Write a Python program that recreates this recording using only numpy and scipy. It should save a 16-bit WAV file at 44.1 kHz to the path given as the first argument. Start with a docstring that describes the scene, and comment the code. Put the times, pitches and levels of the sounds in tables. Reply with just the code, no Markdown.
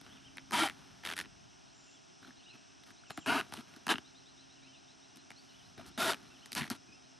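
"""Plastic ties are pulled tight through a folded hull of corrugated plastic, on a lawn by a pond.
Birds, insects, air and a distant hum sound from the start. Hands rub the sheet; at 0.5 s the first pull
runs ratchet teeth past the pawl in a rasp, and a tie then creeps tooth by tooth. After a lull with soft
pats, two pulls come between 3 and 4 s and two more near 6 and 6.6 s, among knocks and rubs.
The hollow sheet acts as a soundboard for them all."""
import sys
import numpy as np
from scipy import signal
from scipy.fft import rfft, irfft
from scipy.io import wavfile

SR = 44100
rng = np.random.default_rng(int(sys.argv[2]) if len(sys.argv) > 2 else 0)


def materialize(psi):
    """Save the field psi as 16-bit PCM at rate SR to the path in sys.argv[1].

    A 1-D psi becomes a single channel; in a 2-D psi each row is a channel.
    """
    bounded = np.clip(np.atleast_2d(psi).T, -1, 1)
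    quanta = np.round(bounded * 32767).astype(np.int16)
    wavfile.write(sys.argv[1], SR, quanta)


N = 317079
TIME = np.arange(N) / SR

# course of the pulls after which the sheet eases back: time_s, teeth_per_s, relative_db
PULL_1 = [(0.526, 167, -39), (0.533, 220, -30.5), (0.565, 273, -31.5), (0.59, 326, -29),
          (0.625, 325, -30.5), (0.655, 297, -32.5), (0.672, 140, -38)]
PULL_2 = [(3.261, 151.4, -34), (3.285, 199.9, -29.5), (3.309, 228.3, -31), (3.34, 281, -31),
          (3.37, 240.6, -31), (3.402, 159.2, -34)]
PULL_4 = [(5.977, 247, -39.5), (5.998, 298.2, -32.5), (6.025, 350.3, -31), (6.069, 353.2, -32.5),
          (6.101, 238.4, -30.5), (6.125, 152, -37)]
# treble spectrum of pawl ticks and friction hiss: frequency_hz, gain_db
TREBLE = [(2500, -23), (4200, 9), (5200, 6), (7200, 2), (9800, 4), (12000, 2.5)]


def gain_of(db):
    """Decibels to amplitude ratio."""
    return 10 ** (np.asarray(db) / 20)


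def unit_rms(x):
    """Normalisation to rms 1."""
    return x / np.sqrt(np.mean(x ** 2) + 1e-20)


def spectrum_at(points, hz):
    """Interpolation on a log-frequency axis."""
    frequency, value = np.transpose(points)
    return np.interp(np.log(hz + 1), np.log(frequency + 1), value)


def add(mix, start_s, sound):
    """Superposition of a sound on the mix."""
    part = mix[max(round(start_s * SR), 0):][:len(sound)]
    part += sound[:len(part)]


def colour(x, points, size=4096):
    """Minimum-phase filtering with the given spectrum."""
    db = spectrum_at(points, abs(np.fft.fftfreq(size, 1 / SR)))
    log_gain = np.log(gain_of(np.maximum(db, -90)))
    taps = np.fft.ifft(np.exp(np.conj(signal.hilbert(log_gain)))).real[:size // 2]
    return signal.fftconvolve(x, taps)[:len(x)]


def wander(length, per_s):
    """Smooth random modulation of rms 1."""
    knots = rng.standard_normal(int(length * per_s / SR) + 3)
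    return unit_rms(np.interp(np.arange(length) * per_s / SR, np.arange(len(knots)), knots))


def burst(t60, size=8192):
    """Exponential decay of noise, with energy 1."""
    x = rng.standard_normal(size) * gain_of(-60 * np.arange(size) / SR / t60)
    return x / np.linalg.norm(x)


def air(level_db=-60):
    """Partial coherence: air and foliage sound wide in the bass and centred in the treble."""
    # noise spectrum: frequency_hz, gain_db
    spectrum = [(20, -37), (36, -20), (55, -5), (100, -3), (200, -2), (290, -2), (400, -4), (500, -17),
                (680, -3), (1100, -10.5), (1450, -9.5), (2100, -17), (2800, -12.5), (4000, -16),
                (4700, -19.5), (7000, -24), (8700, -23.5), (10000, -39.5), (12000, -80)]
    # likeness of left and right: frequency_hz, correlation
    coherence = [(30, 0.06), (70, -0.78), (130, -0.54), (400, -0.59), (1200, -0.49), (2600, 1), (6000, 1)]
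    hz = np.fft.rfftfreq(N, 1 / SR)
    correlation = np.clip(spectrum_at(coherence, hz), -1, 1)
    mid, side = rfft(rng.standard_normal((2, N))) * gain_of(spectrum_at(spectrum, hz))
    mid, side = mid * np.sqrt(1 + correlation), side * np.sqrt(1 - correlation)
    noise = unit_rms(irfft(np.array([mid + side, mid - side]), N))
    return gain_of(level_db + .12 * wander(N, 21)) * noise


def breeze():
    """Incoherent noise: the breeze rumbles independently in each channel."""
    # strength of the breeze: time_s, level_db
    gusts = [(0, -66), (.8, -66), (1.4, -64), (2, -89), (3, -89), (4.5, -100), (5.3, -80), (5.9, -61.5),
             (6.6, -84), (7.19, -78)]
    spectrum = [(20, -16), (55, 2.5), (110, 3), (200, 2), (400, -46)]  # frequency_hz, gain_db
    rumble = [unit_rms(colour(rng.standard_normal(N), spectrum)) for _ in range(2)]
    return gain_of(np.interp(TIME, *np.transpose(gusts))) * np.array(rumble)


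def motor_hum(pitch_hz=134.1, octave_db=5):
    """Harmonics: a distant motor sounds a fundamental and a stronger octave."""
    # course of the fundamental: time_s, level_db
    levels = [(0, -69), (1.8, -77.5), (3, -80), (4.2, -73.5), (5.5, -73), (6.4, -72), (7.19, -73)]
    phase = 2 * np.pi * np.cumsum(pitch_hz * (1 + .01398 * wander(N, 9.6))) / SR
    level = gain_of(np.interp(TIME, *np.transpose(levels)) + 1.9 * wander(N, 9))
    return level * (np.sin(phase) + gain_of(octave_db) * np.sin(2 * phase))


def insects(level_db=-67, strokes_per_s=66, depth_db=1.5):
    """Amplitude modulation: wing strokes make the chorus pulse."""
    # band of the chorus: frequency_hz, gain_db
    band = [(4300, -22), (5100, 2), (5500, 3.5), (6300, 0), (6800, -31.5)]
    wings = np.sin(2 * np.pi * np.cumsum(strokes_per_s * (1 + .05 * wander(N, 7))) / SR)
    return gain_of(level_db + depth_db * wings) * unit_rms(colour(rng.standard_normal(N), band))


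def whistle(length_s, hz, glide_hz, arch_hz):
    """Frequency modulation: a fluttering bird note glides along an arch; rms 1."""
    u = np.linspace(-1, 1, int(length_s * SR))
    pitch = (hz + glide_hz * u / 2 - arch_hz * u ** 2) * (1 + .0067 * wander(len(u), 390))
    flutter = signal.windows.tukey(len(u), .15) * gain_of(1.5 * wander(len(u), 120))
    return unit_rms(flutter * np.sin(2 * np.pi * np.cumsum(pitch) / SR))


def birds(slowing_s=.0047, fade_db=.55, sweeps_per_s=52, sweep_hz=400, far_per_s=4):
    """Reverberation: the wood prolongs rising calls, slurred whistles and trills."""
    # a rising note repeats, slowing and fading: start_s, count, first_gap_s, pitch_hz, level_db
    calls = [(1.665, 2, 0.13, 4110, -72), (2.225, 2, 0.13, 4040, -68), (2.476, 1, .125, 3980, -63),
             (2.96, 2, .135, 4020, -68.5), (4.042, 10, .1053, 3930, -64), (5.36, 1, .125, 4430, -62.5),
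             (5.485, 4, .14, 3980, -68.5), (6.24, 2, .135, 3950, -71), (7.03, 1, .125, 4110, -71)]
    # whistles of other birds: start_s, length_s, pitch_hz, glide_hz, arch_hz, relative_db
    slurs = [(0.055, 0.021, 2980, 400, 80, -68), (0.091, 0.053, 3210, 850, -77, -66),
             (0.155, 0.036, 2880, -1600, -200, -66), (0.243, 0.047, 3180, -100, 652, -63.5),
             (1.86, .042, 2790, -460, -110, -71), (1.914, 0.071, 3460, 0, 700, -72),
             (2.395, 0.023, 2860, -600, 2, -67), (2.425, 0.036, 3730, 1100, 648, -66),
             (2.46, 0.06, 2920, -280, 324, -62.5), (2.525, 0.035, 2650, -2, 248, -64),
             (3.055, 0.045, 2700, -600, -100, -67), (3.206, 0.045, 2870, -1050, -78, -64.5),
             (4.555, .035, 2900, -600, 118, -74), (4.625, 0.054, 2540, 552.5, -3, -68),
             (4.675, 0.099, 3040, -550, 325, -67.5), (5.485, 0.037, 2880, -400, -50, -71),
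             (5.54, 0.026, 3200, 950, -2, -65.5), (5.582, .038, 3130, -600, -130, -66.5),
             (6.299, 0.05, 2690, -150, 120, -69), (6.342, 0.034, 3090, -650, -150, -68),
             (6.42, 0.032, 3060, 350, 130, -64), (6.876, 0.089, 2515, 279, -130, -67.5),
             (6.922, 0.04, 5140, 200, 92, -67)]
    # thin high trills: start_s, end_s, pitch_hz, level_db
    trills = [(1.72, 1.99, 7120, -72), (3.059, 3.304, 7280, -69)]
    out = np.zeros(N)
    for first, count, gap_s, hz, db in calls:
        for k in range(round(count)):
            start = first + k * (gap_s + slowing_s * (k - 1) / 2)
            level = gain_of(db - fade_db * k + .5 * rng.standard_normal())
            add(out, start, level * whistle(.045, hz, glide_hz=724, arch_hz=110))
    for start, *shape, db in slurs:
        add(out, start, gain_of(db + 1) * whistle(*shape))
    for start, end, hz, db in trills:
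        arch = abs(np.sin(np.pi * sweeps_per_s * np.arange(0, end - start, 1 / SR)))
        glide = sweep_hz * (2 * arch - 1.5 + .282 * wander(len(arch), 60))
        tone = np.sqrt(arch) * np.sin(2 * np.pi * np.cumsum(hz + glide) / SR)
        add(out, start, gain_of(db) * unit_rms(tone * signal.windows.tukey(len(tone), .4)))
    for when, pitch, glide in rng.uniform(-1, 1, (round(far_per_s * N / SR), 3)):
        far_note = whistle(.055, 2910 + 300 * pitch, glide_hz=800 * glide, arch_hz=250)
        add(out, abs(when) * N / SR, gain_of(-79) * far_note)
    return out + gain_of(-4.5) * signal.fftconvolve(out, burst(t60=.7, size=32768))[:N]


def resonator(x, hz, width_hz):
    """Resonance of gain 1 whose centre follows the curve hz."""
    carrier = np.exp(2j * np.pi * np.cumsum(hz) / SR)
    pole = np.exp(-np.pi * width_hz / SR)
    return 2 * (carrier * signal.lfilter([1 - pole], [1, -pole], x / carrier)).real


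def panel_modes(x, modes, width_hz, flex=0):
    """Resonance lifts a band at each mode (pitch_hz, lift_db); flexing detunes the modes."""
    for hz, db in modes:
        x = x + (gain_of(db) - 1) * resonator(x, hz * (1 + flex * wander(len(x), 25)), width_hz)
    return x


def hull_ring(x):
    """Modal response of the hull to x, with the same energy as x."""
    # modes of the hull: pitch_hz, relative_db, t60_s
    modes = [(245, -9, .09), (318, -6, .1), (700, -7, .08), (790, -5, .09), (843, -4, .09), (955, 0, .1),
             (1140, -4, .09), (1217, 0, .1), (1293, -2, .09), (1363, 0, .09), (1468, -1, .09),
             (1645, -4, .08), (1716, -5, .08), (2299, -5, .08), (2807, -4, .06), (3390, -5, .06),
             (3740, -4, .06)]
    t = TIME[:8192]
    response = sum(gain_of(db - 60 * t / t60) * np.cos(2 * np.pi * hz * t) for hz, db, t60 in modes)
    ringing = signal.fftconvolve(x, response)[:len(x)]
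    return ringing * np.linalg.norm(x) / np.linalg.norm(ringing)


def disperse(x, lag_s, ripple):
    """Dispersion: bending waves carry treble faster than bass, by many paths."""
    size = 2 * len(x)
    hz = np.fft.rfftfreq(size, 1 / SR)
    paths = np.interp(hz, np.linspace(0, SR / 2, 60), rng.standard_normal(60))
    delay = lag_s * np.sqrt(1000 / (hz + 300)) * np.exp(ripple * paths)
    return irfft(rfft(x, size) * np.exp(-2j * np.pi * np.cumsum(delay) * hz[1]), size)[:len(x)]


def rubs(slips_per_s=700, spread_db=3.2):
    """Stick-slip friction: skin and strap excite the sheet in strokes and as it settles."""
    # sliding strokes: start_s, end_s, relative_db, brightness_db (more hiss, less boom)
    slides = [(0, 1.2, -72, 0.5), (0.02, 0.194, -64.5, 0), (1.04, 1.146, -51, 7), (1.15, 1.24, -58, 10),
              (2.207, 2.328, -63.5, -1), (2.531, 2.573, -63.5, -0.5), (2.854, 2.927, -63.5, 5.5),
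              (3.097, 3.124, -53, 3), (3.176, 3.199, -53.5, -2), (3.51, 3.627, -54, 4),
              (3.663, 3.79, -65.5, 1), (5.326, 5.788, -75, 8), (5.772, 5.824, -56.5, -2),
              (5.805, 5.932, -63.5, -3.5), (5.859, 5.9, -60.5, 12), (6.59, 6.673, -51.5, 3.5),
              (6.698, 6.743, -49, 4), (6.731, 6.772, -57.5, 5.5), (6.871, 6.964, -76, -14)]
    # low and middle bands of the friction: frequency_hz, gain_db
    boom_band = [(30, -60), (80, -6), (150, -4), (260, -1), (330, -4.5), (420, -7.5), (500, -27.5),
                 (800, -54)]
    scrape_band = [(200, -21), (500, -10), (680, 1), (1000, -2), (1400, 0), (2100, -4), (3200, -4),
                   (4300, -8), (6000, -56)]
    slips = rng.random(N) < slips_per_s / SR
    slips = slips * gain_of(spread_db * np.minimum(rng.exponential(1, N), 4))
    drive = unit_rms(slips * rng.choice([-1, 1], N)) + .89 * rng.standard_normal(N)
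    strokes = []
    for start, end, db, bright_db in slides:
        window = signal.windows.tukey(max(int((end - start) * SR), 2), .4)
        strokes.append((start, gain_of(db) * window, bright_db))
    settling = gain_of(-62 - 24 * TIME)
    strokes += [(course[-1][0], settling, 1.5) for course in (PULL_1, PULL_2, PULL_4)]
    power = np.zeros((3, N))
    for start, envelope, bright_db in strokes:
        for band, db in zip(power, (-bright_db, 0, bright_db)):
            add(band, start, (gain_of(db) * envelope) ** 2)
    boom, scrape, hiss = (np.sqrt(band) * unit_rms(colour(drive, spectrum))
                          for band, spectrum in zip(power, (boom_band, scrape_band, TREBLE)))
    body = gain_of(-1) * (boom + scrape)
    return body + gain_of(-12) * hull_ring(body) + gain_of(-9) * hiss


def pats(time_constant_cycles=1.1):
    """Heavy damping: a soft push swells one panel mode and the hand stops it at once."""
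    # pats and pops of a flexing panel: start_s, pitch_hz, peak_db
    pushes = [(0.139, 259, -54), (2.229, 1460, -48), (2.247, 1450, -47), (2.279, 254, -51.5),
              (2.307, 1700, -46.5), (3.036, 1470, -52), (3.177, 720, -40), (3.585, 242, -43.5),
              (5.793, 665, -44.5), (5.801, 270, -50), (6.6, 149.4, -41.5), (6.611, 230, -37.5),
              (6.7035, 240, -33.5), (6.883, 206, -56)]
    out, t = np.zeros(N), TIME[:4096]
    for start, hz, db in pushes:
        age = t * hz / time_constant_cycles
        swell = age ** 2 * np.exp(-age)
        add(out, start, gain_of(db) * swell / swell.max() * np.sin(2 * np.pi * hz * t))
    return out


def strike(spectrum, lag_s, crunch_db, crunch_t60, tail_db, tail_t60, modes=()):
    """Impulse response: a pulse spreads, crunches and scatters; the energy of 5 ms at rms 1."""
    pulse = disperse(signal.unit_impulse(8192), lag_s, ripple=.35)
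    x = pulse + gain_of(crunch_db) * burst(crunch_t60) + gain_of(tail_db) * burst(tail_t60)
    x = panel_modes(colour(x, spectrum), modes, width_hz=380)
    return x / np.linalg.norm(x) * np.sqrt(.005 * SR)


def creeping_teeth(gap_s=.0115, rebound_s=.0024):
    """Ratchet action: teeth slip at an even pace and the pawl rebounds once after each."""
    # creeps of a tie: first_s, last_s, snap_db, change_db, rebound_db, then the timbre of a click:
    # thump_db, tick_db, hollow_lift_db, ring_hz, ring_lift_db, overtone_lift_db
    creeps = [(1.0348, 1.044, -54.5, -2, 3.5, -11, -13, 5, 1900, 6, -5),
              (1.0505, 1.072, -39.5, 0, -6, -15, -6, -3, 1900, 4, 8),
              (1.089, 1.136, -39.5, -2, -11, -14, -9.5, -6, 1700, 5, 5),
              (1.166, 1.189, -39, 6, -7, -15, -3.5, -7, 1910, 7, 5),
              (1.2, 1.2115, -39, -2, -14, -13, -6.5, -7, 1880, 10, 4),
              (1.239, 1.257, -53.5, 2.5, -14, -1, -18, -3, 1900, 8, 0),
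              (5.3046, 5.316, -50, -4.5, -18, -11.5, -7.5, 8, 2280, 14, 2),
              (6.133, 6.1434, -39.5, -4.5, -9, -12, -9, 3, 1500, 0, 0),
              (6.609, 6.639, -42.5, -4.5, -1, -13, -10.5, -14, 1950, 12, 5),
              (6.666, 6.677, -51, 2, -4, -5, -7, -5, 1900, 6, 2)]
    for first, last, db, change_db, rebound_db, *timbre in creeps:
        for u in np.linspace(0, 1, round((last - first) / gap_s) + 1):
            start = first + u * (last - first)
            snap_db = db + change_db * (u - .5) + .6 * rng.standard_normal()
            yield start, snap_db, *timbre
            yield start + rebound_s * rng.uniform(.5, 1.5), snap_db + rebound_db, *timbre


def clicks(hollow_hz=780, overtone_ratio=1.94):
    """Impact excitation: the pawl ticks, the sheet snaps and rings, and the hull thumps just after."""
    # a tie catches or seats, or a panel pops: start_s, snap_db, thump_db, tick_db (both relative to
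    # the snap), hollow_lift_db, ring_hz, ring_lift_db, overtone_lift_db
    knocks = [(0.013, -57, -2, -0.5, 4, 1800, -9, 7), (0.064, -56.5, -12, -16, 2, 1390, 4, -6),
              (0.3708, -47.5, -12, -5, 9, 2090, 16, -11), (0.3815, -42.5, -12, -21, 3, 1950, 12, 10.5),
              (0.394, -56, -15, -22, -2, 2000, 10, 0), (0.509, -44, -4, -3, -4, 1040, 20, 19),
              (0.5205, -41.5, -10, -0.5, 19, 1490, -2, -12), (0.6755, -38.5, -17, -16, 1, 2010, 7, 2),
              (0.686, -40.5, -14, -8, -1, 2000, 10, 0), (0.6975, -40, -18, -10, -5, 1980, 10, 2),
              (0.709, -51, -20, -21, -3, 2000, 14, 0), (2.8357, -58, -19, -7, -10, 2000, 4, 19),
              (2.905, -56.5, -1.5, -10, -8, 1600, 9, 4), (3.1015, -50, -25, -16, -2, 1420, 20, -7),
              (3.1052, -41, -13, -10.5, 7, 1490, -1, -2), (3.1752, -41, -2, -6.5, -3, 1260, 16, 3),
              (3.4106, -36.5, -12, -13, 0, 1380, 16, 4), (3.523, -45, -11, -10, 6, 890, 5, 0),
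              (3.538, -44, -9, 1.5, 6, 920, 4, -7), (3.573, -49.5, 3.5, -7, -4, 1520, 0, 15),
              (3.738, -57, -4, -9, 3, 1500, 0, 2), (3.7632, -56.5, 4.5, -1, 0, 1500, 11, 0),
              (3.8675, -36.5, -5, -5, 9, 1460, 15, 12), (3.881, -36.5, -13, -5, 6, 1450, 17, 3),
              (3.939, -36, -3, -16, 0, 1520, 12, 5), (3.9562, -39, -6.5, -24, 4, 1510, 10, 16),
              (3.9823, -39.5, -7.5, -16, 5, 1520, 5, 10), (5.1592, -61, 2.5, 3, 0, 1800, -2, 1),
              (5.171, -61, 3, 4.5, 8, 1500, -1, 0), (5.7786, -58, 4, -8, 5, 1800, -3, 3),
              (6.459, -52.5, -8, 4, 0, 1800, 8, 4), (6.5195, -46.5, -9, 5, -2, 2420, 13, 3),
              (6.5298, -42.5, -10.5, 4, -5, 2005, 1, 19), (6.551, -43.5, -9, 7, -2, 2400, 6, 5),
              (6.7013, -45, 0, 10.5, 7, 2000, 5, 0), (6.7052, -41, 1, -9, 3, 1200, 18, -5),
              (6.7118, -48, -5, 6, 3, 1500, 7, -3), (6.7158, -43, -5, -4, 2, 1300, 6, -5)]
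    # spectra of the sheet's snap and the hull's thump: frequency_hz, gain_db
    snap_band = [(200, -30), (500, -8), (750, -1), (1100, -2), (1500, 1.5), (2200, 0), (3200, 0),
                 (4300, -8.5), (6000, -13), (9000, -49)]
    thump_band = [(30, -55), (80, -11), (150, -8.5), (260, 1), (330, -3.5), (420, -6.5), (500, -26),
                  (800, -46.5)]
    ticks, body = np.zeros((2, N))
    for events, crunch_db in ((knocks, -7), (creeping_teeth(), -2)):
        for start, db, thump_db, tick_db, hollow_db, hz, ring_db, overtone_db in events:
            modes = [(hollow_hz, hollow_db), (hz, ring_db), (hz * overtone_ratio, overtone_db)]
            tick = strike(TREBLE, .0003, crunch_db + 6, crunch_t60=.014, tail_db=-6, tail_t60=.07)
            snap = strike(snap_band, .0018, crunch_db, crunch_t60=.018, tail_db=-12, tail_t60=.06,
                          modes=modes)
            thump = strike(thump_band, .00438, crunch_db=-4, crunch_t60=.045, tail_db=-9, tail_t60=.18)
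            add(ticks, start, gain_of(db + tick_db) * tick)
            add(body, start, gain_of(db) * snap + gain_of(db + thump_db) * thump)
    return ticks + body + gain_of(-21) * hull_ring(body)


def blooms(rasp, width_hz=45):
    """Forced resonance: the rasp drives a narrow mode that swells, glides with the bend, and fades."""
    # panels loaded in turn by a dragging tie: middle_s, length_s, pitch_hz, glide_hz, relative_db
    loads = [(0.54, 0.049, 1270, 0, -37), (0.552, .04, 230, 0, -40), (0.554, .07, 965, -30, -32),
             (0.622, 0.043, 1393, 98, -35), (0.623, 0.042, 323, 15, -34), (0.634, 0.034, 846, -120, -36),
             (0.658, 0.035, 776, 121, -36), (3.283, 0.028, 2876, -2, -37), (3.287, 0.043, 257, 22, -35),
             (3.289, 0.026, 2580, 150, -44), (3.298, 0.019, 1410, 100, -35.5),
             (3.328, .05, 979, 100, -34.5), (3.358, 0.048, 1240, 200, -36), (3.362, .04, 920, 37, -35.5),
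             (3.365, 0.032, 296, 0, -38), (5.991, 0.028, 225, -20, -38), (5.994, .05, 663, 30, -40.5),
             (6.004, .048, 1365, 37, -39), (6.029, 0.025, 1206, -250, -39), (6.076, 0.052, 633, -140, -37),
             (6.095, .035, 370, -30, -38), (6.096, 0.032, 933, 0, -37)]
    out = np.zeros(N)
    for middle, length, hz, glide_hz, db in loads:
        u = np.linspace(-1, 1, int(2 * length * SR))
        drive = rasp[round((middle - length) * SR):][:len(u)]
        pitch = hz + glide_hz * u
        swell = np.cos(np.pi * np.clip(u, -.5, .5))
        note = swell * resonator(resonator(drive, pitch, width_hz), pitch, width_hz)
        add(out, middle - length, gain_of(db) * note * np.linalg.norm(swell) / np.linalg.norm(note))
    return out


def scatter(snaps, decay_s):
    """Scattering: every snap sets off its own dying puff of noise."""
    power = signal.lfilter([1], [1, -np.exp(-2 / (decay_s * SR))], snaps ** 2)
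    return unit_rms(np.sqrt(power) * rng.standard_normal(len(snaps)))


def pull(course, seat, panel, jitter, trim_db, crunch_db):
    """An impulse train: teeth of uneven strength snap past the pawl at the speed of the hand."""
    times, rates, levels_db = np.transpose(course)
    t = np.arange(times[0], times[-1] + .15, 1 / SR)
    rate = np.interp(t, times, rates)
    teeth_passed = np.cumsum(rate * (1 + jitter * wander(len(t), 300))) / SR
    level = gain_of(np.interp(t, times, levels_db) + trim_db) * (t <= times[-1])
    slips = np.diff(np.floor(teeth_passed), prepend=-1) > 0
    snaps = slips * gain_of(rng.standard_normal(len(t))) * level / np.sqrt(rate)
    drive = unit_rms(disperse(snaps, lag_s=.002224, ripple=.51))
    drive += gain_of(crunch_db) * scatter(snaps, decay_s=.004)
    drive += gain_of(-8) * scatter(snaps, decay_s=.025)
    rasp = panel_modes(colour(drive, seat), panel, width_hz=42, flex=.007)
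    return times[0], rasp * np.linalg.norm(level) / np.linalg.norm(rasp)


def pulls():
    """Source and filter: five ties are drawn tight, each coloured by its own part of the sheet."""
    # course of the two short pulls: time_s, teeth_per_s, relative_db
    pull_3 = [(3.8905, 332.3, -30), (3.905, 351.3, -28.5), (3.92, 283, -29.5), (3.934, 174, -44)]
    pull_5 = [(6.559, 202.2, -41.5), (6.58, 277.4, -33.5), (6.595, 219, -37.5), (6.608, 143, -49)]
    # response of the sheet where each tie sits: frequency_hz, gain_db
    seat_1 = [(30, -35), (70, -23), (180, -10.5), (290, -8), (400, -12), (500, -22), (650, -4.5), (950, -7),
              (1400, -7), (1900, -7), (2900, -12), (4400, -14), (7200, -22), (9700, -18.5), (12000, -23)]
    seat_2 = [(30, -45), (70, -13.5), (180, -14), (280, 0), (400, -15.5), (500, -26), (650, -2),
              (950, -9.5), (1500, -1.5), (2000, -17), (2800, -6.5), (3600, -20), (4400, -16.5),
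              (7200, -28.5), (9700, -25.5), (12000, -26)]
    seat_3 = [(70, -35), (180, -13), (290, -0.5), (400, -3), (500, -11.5), (650, -6.5), (950, -7.5),
              (1400, -2.5), (2200, -11), (2900, -3), (4400, -15), (7200, -21), (9700, -21), (12000, -23)]
    seat_4 = [(30, -38), (70, -21), (180, -8), (290, -4), (400, -9), (500, -8), (650, -1), (950, -6.5),
              (1400, -3), (1900, -9), (2900, -8), (4400, -10.5), (7200, -18), (9700, -17), (12000, -15.5)]
    seat_5 = [(70, -14), (180, 6), (290, -2), (400, -7), (500, -15), (650, -4), (950, -5.5), (1400, -4.5),
              (1900, -7), (2900, -7), (4400, -6.5), (7200, -16), (9700, -16), (12000, -16)]
    # modes of the panel under each tie: pitch_hz, lift_db
    panel_1 = [(320, 5), (830, 3), (955, 7), (1215, 5.5), (1375, 7.5), (1465, 1), (2300, 10), (3130, 12.5),
               (3420, 9), (3830, 9)]
    panel_2 = [(425, 13.7), (940, 5.6), (1140, 3.6), (1430, 3.2), (1650, 5), (2120, 9), (2370, 8.5),
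               (2600, 4.5), (2820, 3.7), (3170, 5.5), (3840, 11)]
    panel_3 = [(850, 6.7), (920, 6.7), (1240, 5.7), (1410, 6), (1640, 7.5), (1720, 8.6), (2810, 6.6),
               (3020, 6.4), (3720, 11), (4070, 9.3)]
    panel_4 = [(375, 3.8), (900, 5.7), (1365, 7.6), (1470, 6.1), (1640, 2.1), (1900, 4.4), (3600, 6.5),
               (3760, 9.2)]
    panel_5 = [(1000, 6.7), (1330, 6.3), (1660, 11), (1910, 5), (2280, 4.3)]
    rasp = np.zeros(N)
    add(rasp, *pull(PULL_1, seat_1, panel_1, jitter=.066, trim_db=-.5, crunch_db=5))
    add(rasp, *pull(PULL_2, seat_2, panel_2, jitter=.1, trim_db=-1, crunch_db=2.5))
    add(rasp, *pull(pull_3, seat_3, panel_3, jitter=.14, trim_db=2, crunch_db=5))
    add(rasp, *pull(PULL_4, seat_4, panel_4, jitter=.12, trim_db=0, crunch_db=8))
    add(rasp, *pull(pull_5, seat_5, panel_5, jitter=.16, trim_db=1, crunch_db=2.5))
    return rasp + gain_of(-2) * blooms(rasp)


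def scene(echo_db=-30, echo_t60=.48, width_db=-14):
    """Direct and reflected sound: the hull stands in front and the trees return a faint dull echo."""
    # the bass leans to the left: frequency_hz, left_minus_right_db
    balance = [(30, -1), (130, 2.5), (260, 3), (550, 2), (1100, 1.2), (2200, 0)]
    plastic = pulls() + clicks() + pats() + rubs()
    dull = colour(plastic, [(100, -5), (300, 1), (1500, -6), (4000, -49), (9000, -32)])
    echo = np.array([signal.fftconvolve(dull, burst(echo_t60, size=SR))[:N] for _ in range(2)])
    reflected = gain_of(echo_db) * (echo + .5 * echo[::-1])
    # the flexing panels throw low notes now to one side, now to the other
    side_band = [(150, 10.5), (600, -3.5), (1500, -3.5), (2400, -7.5), (3500, -74)]
    side = colour(plastic * wander(N, 280), side_band)
    direct = plastic + gain_of(width_db) * np.array([side, -side])
    lean_db = spectrum_at(balance, np.fft.rfftfreq(N, 1 / SR)) / 2
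    direct = irfft(rfft(direct) * gain_of([lean_db, -lean_db]), N)
    return direct + reflected + birds() + air() + insects() + motor_hum() + breeze()


def record(dry):
    """Band limiting: the sound rolls off below 42 Hz and above 12250 Hz."""
    dry = signal.sosfilt(signal.butter(2, 42, "highpass", fs=SR, output="sos"), dry)
    lowpass = signal.firwin(401, 12250, window=("kaiser", 8), fs=SR)
    return signal.oaconvolve(dry, lowpass[None], "same")


dry = scene()
out = record(dry)
materialize(out)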